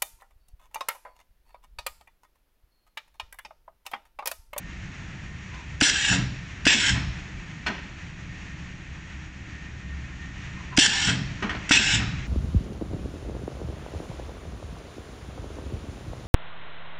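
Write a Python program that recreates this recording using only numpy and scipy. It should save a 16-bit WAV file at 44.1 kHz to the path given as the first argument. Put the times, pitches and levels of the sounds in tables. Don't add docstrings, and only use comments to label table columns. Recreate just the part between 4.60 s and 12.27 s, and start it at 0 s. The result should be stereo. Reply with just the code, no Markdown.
import sys
import numpy as np
from scipy import signal
from scipy.fft import rfft, irfft, next_fast_len
from scipy.io import wavfile
from scipy.ndimage import uniform_filter1d, map_coordinates

SR = 44100
rng = np.random.default_rng(int(sys.argv[2]) if len(sys.argv) > 2 else 0)


def bounce(signal):
    frames = np.transpose(np.atleast_2d(signal))
    limited = np.clip(frames, -1, 1)
    pcm = np.round(limited * 32767).astype(np.int16)
    wavfile.write(sys.argv[1], SR, pcm)


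N = 338247
TIME = np.arange(N) / SR
SIZE = next_fast_len(N + SR)
HZ = np.maximum(np.arange(SIZE // 2 + 1) * SR / SIZE, 1)
MIC_GAP_S = 0.000483

# when the valve opens in seconds, how much earlier the solenoid clicks in
# seconds, travel time in seconds, then the levels of valve clicks, air blast and hose thump in dB.
PULLS = [(1.2237, 0.019, .308, -3.5, -14.5, -16.5), (6.1865, 0.02, 0.3, -2.5, -13, -11.5)]
RETURNS = [(2.067, 0.014, 0.23, -2.5, -15, -15), (7.11, 0.017, .238, -6.5, -12.5, -15)]
PULL = dict(jaw_s=.076, plate_echo_db=-12, open_s=0.00077, surge_db=2.5, surge_s=0.02, sag_db=3, shut_db_per_s=910, hiss_db=-24.5, swell_s=0.054, end_db=-17, fade_db_per_s=311, solenoid_db=-21, solenoid_tilt_db=4.5, spool_lead_s=0.012, spool_t60=0.02, spool_tilt_db=-2.5, bounce_s=.003, bounce_db=-8, thump_lead_s=0.0037, jaw_thud_db=-32, jaw_thud_lag_s=0.0024, buffer_db=-21, buffer_t60=0.26, buffer_tilt_db=-8.5, rattle_db=-36)
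RETURN = dict(jaw_s=0.067, plate_echo_db=-19, open_s=0.0085, surge_db=4.5, surge_s=0.021, sag_db=0.5, shut_db_per_s=450, hiss_db=-27, swell_s=0.14, end_db=-16.5, fade_db_per_s=346, solenoid_db=-11.5, solenoid_tilt_db=0, spool_lead_s=-.0005, spool_t60=0.016, spool_tilt_db=-6.5, bounce_s=.007, bounce_db=-11.5, thump_lead_s=0.00056, jaw_thud_db=-26.5, jaw_thud_lag_s=.012, buffer_db=-26.5, buffer_t60=0.15, buffer_tilt_db=-7, rattle_db=-29)
STROKES = [(PULL, row) for row in PULLS] + [(RETURN, row) for row in RETURNS]


def from_db(db):
    return 10 ** (np.asarray(db) / 20)


def rms_one(x):
    return x / np.sqrt(np.mean(x ** 2) + 1e-20)


def at_hz(points, hz):
    known_hz, value = np.transpose(points)
    return np.interp(np.log(hz), np.log(known_hz), value)


def through(x, response):
    return irfft(rfft(x, SIZE) * rfft(response, SIZE), SIZE)[..., :N]


def body(colour, peaks=(), tilt_db=0, size=8192):
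    hz = np.maximum(np.arange(size // 2 + 1) * SR / size, 1)
    db = at_hz(colour, hz) + tilt_db * np.log2(np.clip(hz, 250, 8000))
    for centre_hz, width_hz, peak_db in peaks:
        db = db + peak_db / (1 + (2 * (hz - centre_hz) / width_hz) ** 2)
    cepstrum = irfft(np.log(from_db(db)))[:size // 2]
    cepstrum[0] = 0
    response = irfft(np.exp(rfft(2 * cepstrum, size)))
    return response / np.linalg.norm(response)


def drift(rate):
    knots = rng.standard_normal(4000)
    return rms_one(np.interp(TIME * rate, np.arange(len(knots)), knots))


def add(track, s, sound):
    start = int(s * SR)
    track[start:start + len(sound)] += sound[:N - start]


def diffuse(length):
    mid, side = rfft(rng.standard_normal((2, length)))
    alike = np.sinc(2 * MIC_GAP_S * np.arange(len(mid)) * SR / length)
    return irfft(np.sqrt(1 + alike) * mid + np.sqrt(1 - alike) * side * [[1], [-1]], length)


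def steer(pair, balance, radians=0):
    left = from_db(at_hz(balance, HZ))
    gains = np.array([left * np.exp(1j * radians), np.ones_like(HZ)]) / np.sqrt((1 + left ** 2) / 2)
    return irfft(rfft(pair, SIZE) * gains, SIZE)[:, :N]


def shop_hum(split_hz=590, mean_hiss_db=-42.5):
    # frequency in Hz, relative level in dB.
    colour = [(12, -46.5), (20, -9.5), (70, -4.5), (98, -6), (180, -6), (227, -16.5), (300, -16),
              (452, -28.5), (1160, -20.5), (1800, -15), (1940, -16), (2570, -18), (5000, -32),
              (6790, -28.5), (9000, -53), (11700, -121), (19800, -120)]
    # frequency in Hz, width in Hz, boost in dB.
    peaks = [(1880, 590, 2.5), (2530, 280, 2), (5700, 150, 6)]
    # time in seconds, level in dB.
    levels = [(0, -40), (1.1, -40), (2.6, -37.5), (3.15, -41), (3.85, -39.5), (4.4, -41.5), (5.3, -40.5),
              (7.67, -35.5)]
    # pitch in Hz, width in Hz, level outside the swell in dB.
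    motors = [(69.2, 8, -49.5), (127.1, 3.2, -58), (246.5, 5.6, -74.5), (311.6, 3, -65.5),
              (1837, 19, -56.5), (1800, 7.8, -72)]
    # frequency in Hz, left level minus right in dB.
    balance = [(180, 1), (320, -11.5), (570, 7.5), (1000, -3), (1800, -2), (3100, -2), (5500, 1)]
    rumble_db = np.interp(TIME, *np.transpose(levels))
    hiss_db = mean_hiss_db + rumble_db - rumble_db.mean()
    noise = rfft(diffuse(SIZE)) * rfft(body(colour, peaks), SIZE)
    bass = 1 / (1 + (HZ / split_hz) ** 4)
    rumble = rms_one(irfft(noise * bass, SIZE)[:, :N]) * from_db(rumble_db - 0.36 * drift(27))
    hiss = rms_one(irfft(noise * (1 - bass), SIZE)[:, :N]) * from_db(hiss_db + drift(20))
    bands = sum(from_db(db) * rms_one(1 / (1 + (2 * (HZ - hz) / width) ** 2)) for hz, width, db in motors)
    tones = irfft(rfft(diffuse(SIZE)) * bands, SIZE)[:, :N]
    swell = from_db(5.5 * np.exp(-((TIME - 5.25) / 0.55) ** 2))
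    return steer(rumble + hiss + swell * tones, balance)


def squeaks(length_s=0.081, sag_hz=40, waver=0.0703):
    # start in seconds, starting pitch in Hz, level in dB.
    rubs = [(0.902, 1077, -52), (0.966, 940, -54), (5.959, 1097, -51), (6.1, 1025, -47)]
    out, wobble = np.zeros(N), 1 + waver * drift(430)
    for s, start_hz, db in rubs:
        progress = np.clip((TIME - s) / length_s, 0, 1)
        hz = (start_hz - sag_hz * progress) * wobble
        out += from_db(db) * 2 * np.sin(np.pi * progress) * np.sin(2 * np.pi * np.cumsum(hz) / SR)
    return out


def contacts(hits, colour, crack):
    out, t = np.zeros(N), TIME[:SR // 4]
    for s, db, t60, tilt_db in hits:
        rattle = (rng.standard_normal(len(t)) + crack * (t == 0)) * from_db(db - 60 * t / t60)
        add(out, s, signal.fftconvolve(rattle, body(colour, tilt_db=tilt_db)))
    return out


def knocks_and_thuds(rattle_lag_s=0.047):
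    # start in seconds, level in dB, t60 in seconds, tilt in dB per octave.
    knocks = [(0.939, -36, 0.075, 5), (3.0633, -15.5, 0.043, 3.5), (3.068, -16.5, 0.0086, 1),
              (3.0685, -20.5, 0.019, 9.5), (3.0775, -22.5, 0.069, -3), (3.097, -23.5, 0.076, -4.5),
              (3.144, -35, 0.05, 2.5), (3.179, -30, 0.057, -0.5), (6.126, -34, 0.048, -2),
              (6.824, -19.5, 0.065, -2), (6.8245, -26.5, 0.048, 5.5), (6.837, -24.5, 0.14, -4),
              (6.894, -19, 0.032, 4), (6.905, -26.5, 0.14, 0.5), (6.948, -25, 0.061, 0.5)]
    # frequency in Hz, relative level in dB.
    colour = [(90, -15.5), (170, -6.5), (300, 0.5), (500, -10.5), (800, -4.5), (1200, -0.5), (1800, 2),
              (2900, -4), (4000, -16), (6000, -20.5), (9000, -49)]
    thuds = []
    for course, (s, _, travel_s, *_) in STROKES:
        thuds.append((s + course["jaw_s"] + course["jaw_thud_lag_s"], course["jaw_thud_db"], 0.14, -10))
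        thuds.append((s + travel_s + rattle_lag_s, course["rattle_db"], 0.42, 0.5))
    return contacts(knocks + thuds, colour, crack=1.3)


def steel_clicks(buffer_lead_s=0.0053):
    # start in seconds, level in dB, t60 in seconds, tilt in dB per octave.
    jaw_clacks = [(1.2975, -6, .014, -1), (2.1275, -13, .01, -1), (6.2615, -7, .016, 0),
                  (7.171, -12, .01, -1)]
    # frequency in Hz, relative level in dB.
    colour = [(150, -58.5), (400, -15.5), (1100, -7), (1650, 8), (2400, 7), (3400, 0), (5000, 8.5),
              (7500, -3.5), (9500, -18), (11000, -77.5)]
    hits = []
    for course, (s, solenoid_lead_s, travel_s, db, _, _) in STROKES:
        spool_s = s - course["spool_lead_s"]
        buffer_s = s + travel_s - buffer_lead_s
        hits.append((s - solenoid_lead_s, db + course["solenoid_db"], 0.055, course["solenoid_tilt_db"]))
        hits.append((spool_s, db, course["spool_t60"], course["spool_tilt_db"]))
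        hits.append((spool_s + course["bounce_s"], db + course["bounce_db"], course["spool_t60"], -3))
        hits.append((buffer_s, course["buffer_db"], course["buffer_t60"], course["buffer_tilt_db"]))
    return contacts(hits + jaw_clacks, colour, crack=3.8)


def hose_thumps():
    # pitch in Hz, relative level in dB, t60 in seconds.
    tones = [(289.3, 5, 0.046), (336, -19.5, 0.022), (710, 7.5, 0.0058)]
    out, t = np.zeros(N), TIME[:SR // 4]
    ring = sum(from_db(db - 60 * t / t60) * np.sin(2 * np.pi * hz * t) for hz, db, t60 in tones)
    for course, (s, *_, thump_db) in STROKES:
        add(out, s - course["thump_lead_s"], from_db(thump_db) * ring)
    return out


def jaw_blast(t, blast_db, course):
    times = [course["surge_s"] / 2, course["surge_s"], course["jaw_s"]]
    db = blast_db + np.interp(t, times, [course["surge_db"], 0, -course["sag_db"]])
    fade_db = course["shut_db_per_s"] * np.maximum(t - course["jaw_s"], 0)
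    return np.clip(t / course["open_s"], 0, 1) * from_db(db - fade_db)


def long_exhaust(t, travel_s, course):
    hiss_db, end_db = course["hiss_db"], course["end_db"]
    times = [course["jaw_s"], travel_s - course["swell_s"], travel_s]
    db = np.interp(t, times, [hiss_db, (hiss_db + end_db) / 2, end_db])
    fade_db = course["fade_db_per_s"] * np.maximum(t - travel_s, 0)
    return np.clip(t / course["open_s"], 0, 1) * from_db(db - fade_db)


def jet(flow, port, peaks, alike=0.7, dip_width_hz=150, dip_s=.075):
    white = rng.standard_normal((3, len(flow)))
    pair = np.sqrt(alike) * white[0] + np.sqrt(1 - alike) * white[1:]
    hz, s, spectra = signal.stft(pair, SR, nperseg=1024)
    grid = np.meshgrid(hz / dip_width_hz, s / dip_s, indexing="ij")
    chance = map_coordinates(rng.standard_normal((160, 32)), grid)
    dips = from_db(4.5 * np.minimum(chance, .7))
    noise = signal.istft(spectra * dips, SR, nperseg=1024)[1][:, :len(flow)]
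    sputter = from_db(1.45 * drift(260)[:len(flow)])
    return signal.fftconvolve(rms_one(noise) * sputter * flow, body(port, peaks)[None])


def vent(strokes, whistles, course, jaw_port, jaw_peaks, long_port, long_peaks, echo_s=.002222):
    out, t = np.zeros((2, N)), TIME[:SR]
    for (s, _, travel_s, _, blast_db, _), whistle in zip(strokes, whistles):
        blast = jet(jaw_blast(t, blast_db, course), jaw_port, [*jaw_peaks, *whistle])
        hiss = jet(long_exhaust(t, travel_s, course), long_port, [*long_peaks, *whistle])
        for track, sound in zip(out, blast + hiss):
            add(track, s, sound)
    echo_gain = from_db(course["plate_echo_db"])
    return (out + echo_gain * np.roll(out, round(echo_s * SR), axis=1)) / np.hypot(1, echo_gain)


def escaping_air():
    # frequency in Hz, relative level in dB.
    clamp_port = [(100, -27.5), (280, -10), (520, -21), (850, -15), (1250, -21), (1650, -3.5), (2600, 0),
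                  (3500, 1), (4600, -4.5), (5700, -1), (7000, -7), (8000, -9), (9000, -15), (9900, -45)]
    unclamp_port = [(100, -35), (280, -3.5), (520, -16.5), (850, -11.5), (1250, -15), (1650, -7.5),
                    (2600, 2), (3500, -7), (4600, -4.5), (5700, -4), (7000, -13), (8000, -13), (9000, -49),
                    (9900, -57)]
    pull_port = [(100, -33.5), (280, -10.5), (520, -22.5), (850, -13), (1250, -15.5), (1650, -1.5),
                 (2600, -2), (3500, -2.5), (4600, -10), (5700, -3.5), (7000, -13.5), (8000, -12),
                 (9000, -31.5), (9900, -67)]
    return_port = [(100, -29), (280, -7.5), (520, -23.5), (850, -12.5), (1250, -15), (1650, 0.5),
                   (2600, -4), (3500, 2.5), (4600, -8.5), (5700, -12), (7000, -5.5), (8000, -19),
                   (9000, -32.5), (9900, -63.5)]
    # frequency in Hz, width in Hz, boost or cut in dB.
    clamp_peaks = [(1595, 130, 7.5), (2510, 170, -10), (3300, 200, 2), (4730, 160, -12.5), (5960, 110, 5),
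                   (6330, 330, -12), (6990, 280, 8)]
    unclamp_peaks = [(1780, 240, 11), (2190, 170, 6), (2450, 194, -0.5), (2570, 120, 3.5), (3290, 57, -3.5),
                     (3460, 410, 9), (3667, 29, -15), (4080, 50, 2), (5700, 65, -11), (5810, 141, 2.5),
                     (6320, 100, -18.0), (6760, 240, 9.6), (7050, 54, -18.5), (7560, 87, 14)]
    pull_peaks = [(2090, 110, 4), (2210, 220, -6.5), (4260, 160, 1), (4230, 160, -1), (4850, 140, -3),
                  (5990, 120, -5), (6380, 390, -9.5), (6950, 260, 10)]
    return_peaks = [(1808, 43, 3.5), (2130, 190, 4.5), (2320, 50, -1), (2550, 310, 8.0), (3320, 170, 0.5),
                    (3410, 300, -1), (3760, 280, -6.5), (4180, 76, -8), (5290, 470, 11), (5620, 53, -10),
                    (5690, 240, 7), (6900, 170, -4.5), (7900, 440, 10.5)]
    # pitch in Hz, width in Hz, boost in dB.
    pull_whistles = [
        [(1634, 63, 5.5), (3080, 76, -0.5), (4900, 80, 4), (5870, 46, 8)],
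        [(1768, 51, 7.5), (2800, 40, 1), (3290, 120, -0.5), (4580, 90, 4.5)],
    ]
    return_whistles = [
        [(2530, 80, 1.8), (3400, 80, 1), (4000, 72, 5.6), (6800, 90, 3)],
        [(2634, 84, 7.4), (3330, 42, 4.4), (3860, 170, 6.7), (5350, 59, 4.8)],
    ]
    pull = vent(PULLS, pull_whistles, PULL, clamp_port, clamp_peaks, pull_port, pull_peaks)
    back = vent(RETURNS, return_whistles, RETURN, unclamp_port, unclamp_peaks, return_port, return_peaks)
    return pull + back


def bench_rumble(rise_s=0.037, width_hz=57.0, resonance_db=24.5):
    # time of the peak in seconds, level in dB, tilt in dB per octave.
    jolts = [(1.518, -21.5, 3.5), (1.56, -32, 14), (1.593, -22.5, 8), (1.632, -26, -1.5), (1.72, -33, 3),
             (2.33, -21, -1.5), (2.378, -32.5, 11.5), (2.43, -32, -7), (2.48, -32.5, -11), (6.49, -22.5, 2),
             (6.522, -26.5, 10), (6.565, -30, 2), (6.605, -27, 3.5), (6.67, -36.5, -6), (6.715, -34.5, -1),
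             (7.347, -25.5, 0), (7.378, -26, -2), (7.43, -30.5, 9), (7.48, -28.5, 0), (7.54, -30, -1),
             (7.58, -51, -2)]
    # frequency in Hz, relative level in dB, t60 in seconds.
    resonances = [(60.4, -6.5, 0.28), (121.3, -3, 0.4), (183, -7, 0.24), (279.2, -17, 0.22)]
    # frequency in Hz, relative level in dB.
    colour = [(30, -20), (55, -2), (130, 0), (200, -1), (300, -6), (370, -24), (500, -40), (900, -46)]
    out, t = np.zeros(N), TIME[:SR] - rise_s
    for hz, db, t60 in resonances:
        rumble = through(rng.standard_normal(N), body(colour, [(hz, width_hz, resonance_db)]))
        rumble /= np.sqrt(uniform_filter1d(rumble ** 2, SR // 30) + 1e-9)
        blow = np.clip(1 + t / rise_s, 0, 1) * from_db(-60 * np.maximum(t, 0) / t60)
        power = np.zeros(N)
        for s, jolt_db, tilt_db in jolts:
            gain = from_db(db + jolt_db + tilt_db * np.log2(hz / 134))
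            add(power, s - rise_s, (gain * blow) ** 2)
        out += rumble * np.sqrt(power)
    return out


def near_echoes(x, lead_s, echo_db, spread_s, scatter_s, count=60):
    lateness, side = rng.random(count), rng.uniform(-1, 1, count)
    echoes = rng.choice([-1, 1], count) * np.exp(-2 * lateness)
    gains = np.r_[1, from_db(echo_db) * echoes / np.linalg.norm(echoes)]
    delay = np.r_[0, 2 * MIC_GAP_S + lateness * spread_s]
    lead = np.r_[lead_s, side * scatter_s]
    response = np.zeros((2, SR // 4))
    for channel, sign in enumerate((-1, 1)):
        arrival_s = delay + np.maximum(sign * lead, 0)
        np.add.at(response[channel], (arrival_s * SR).astype(int), gains)
    return through(x, response / np.linalg.norm(gains))


def room_echo(x, build_s=0.0012):
    # frequency in Hz, time to fade by 60 dB in seconds.
    fade_times = [(100, 0.19), (500, 0.78), (2000, 0.63), (4000, 0.84), (9000, 0.32)]
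    t, noise, tail = TIME[:SR], rfft(diffuse(SR)), 0
    octave = np.log2(np.maximum(np.arange(noise.shape[1]), 64))
    for k in range(6, 15):
        band = irfft(noise * np.maximum(1 - abs(octave - k), 0), SR)
        tail = tail + band * from_db(-60 * t / at_hz(fade_times, 2 ** k))
    tail = tail * (1 - np.exp(-t / build_s))
    return through(x, tail / np.linalg.norm(tail[0]))


def scene():
    # frequency in Hz, left level minus right in dB.
    balance = [(300, 0.5), (1200, -0.5), (1700, -12.5), (2100, 0.5), (2600, -6), (3400, -4), (4100, -4.5),
               (5100, 9.5), (5900, -4), (9000, 2.5)]
    # frequency in Hz, the left's lead in radians.
    phase_lead = [(200, 1), (550, 2.5), (900, 0.8), (1300, 2.34), (1650, -0.7), (1900, 5), (2450, 3),
                  (2750, 7), (3000, 6.5), (3350, 5.5), (3800, 10), (4800, 10), (5900, 7.5), (6600, 9),
                  (7400, 14), (8100, 14)]
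    hiss, clicks, thumps = escaping_air(), steel_clicks(), hose_thumps()
    far = knocks_and_thuds() + squeaks()
    air = near_echoes(hiss, lead_s=0, echo_db=-8, spread_s=.022, scatter_s=.00025)
    steel = near_echoes(clicks, lead_s=0, echo_db=-10, spread_s=.006, scatter_s=.0004)
    machine = steer(air + steel, balance, at_hz(phase_lead, HZ))
    low = near_echoes(thumps + bench_rumble(), lead_s=.0004, echo_db=-14, spread_s=.021, scatter_s=.00045)
    distant = near_echoes(far, lead_s=.0001, echo_db=3.0, spread_s=0.024, scatter_s=0.00038)
    room = room_echo(from_db(-12.5) * (hiss + clicks) + from_db(-27.0) * thumps + from_db(-8.0) * far)
    return machine + low + distant + room + shop_hum()


def record(dry):
    mono_below_hz, cutoff_hz = 200, 9900
    mid, side = (dry[0] + dry[1]) / 2, (dry[0] - dry[1]) / 2
    side = irfft(rfft(side, SIZE) / (1 + (mono_below_hz / HZ) ** 4), SIZE)[:N]
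    rounded = .8 * np.tanh(np.array([mid + side, mid - side]) / .8)
    return signal.sosfilt(signal.ellip(10, .2, 70, cutoff_hz, fs=SR, output="sos"), rounded)


dry = scene()
out = record(dry)
bounce(out)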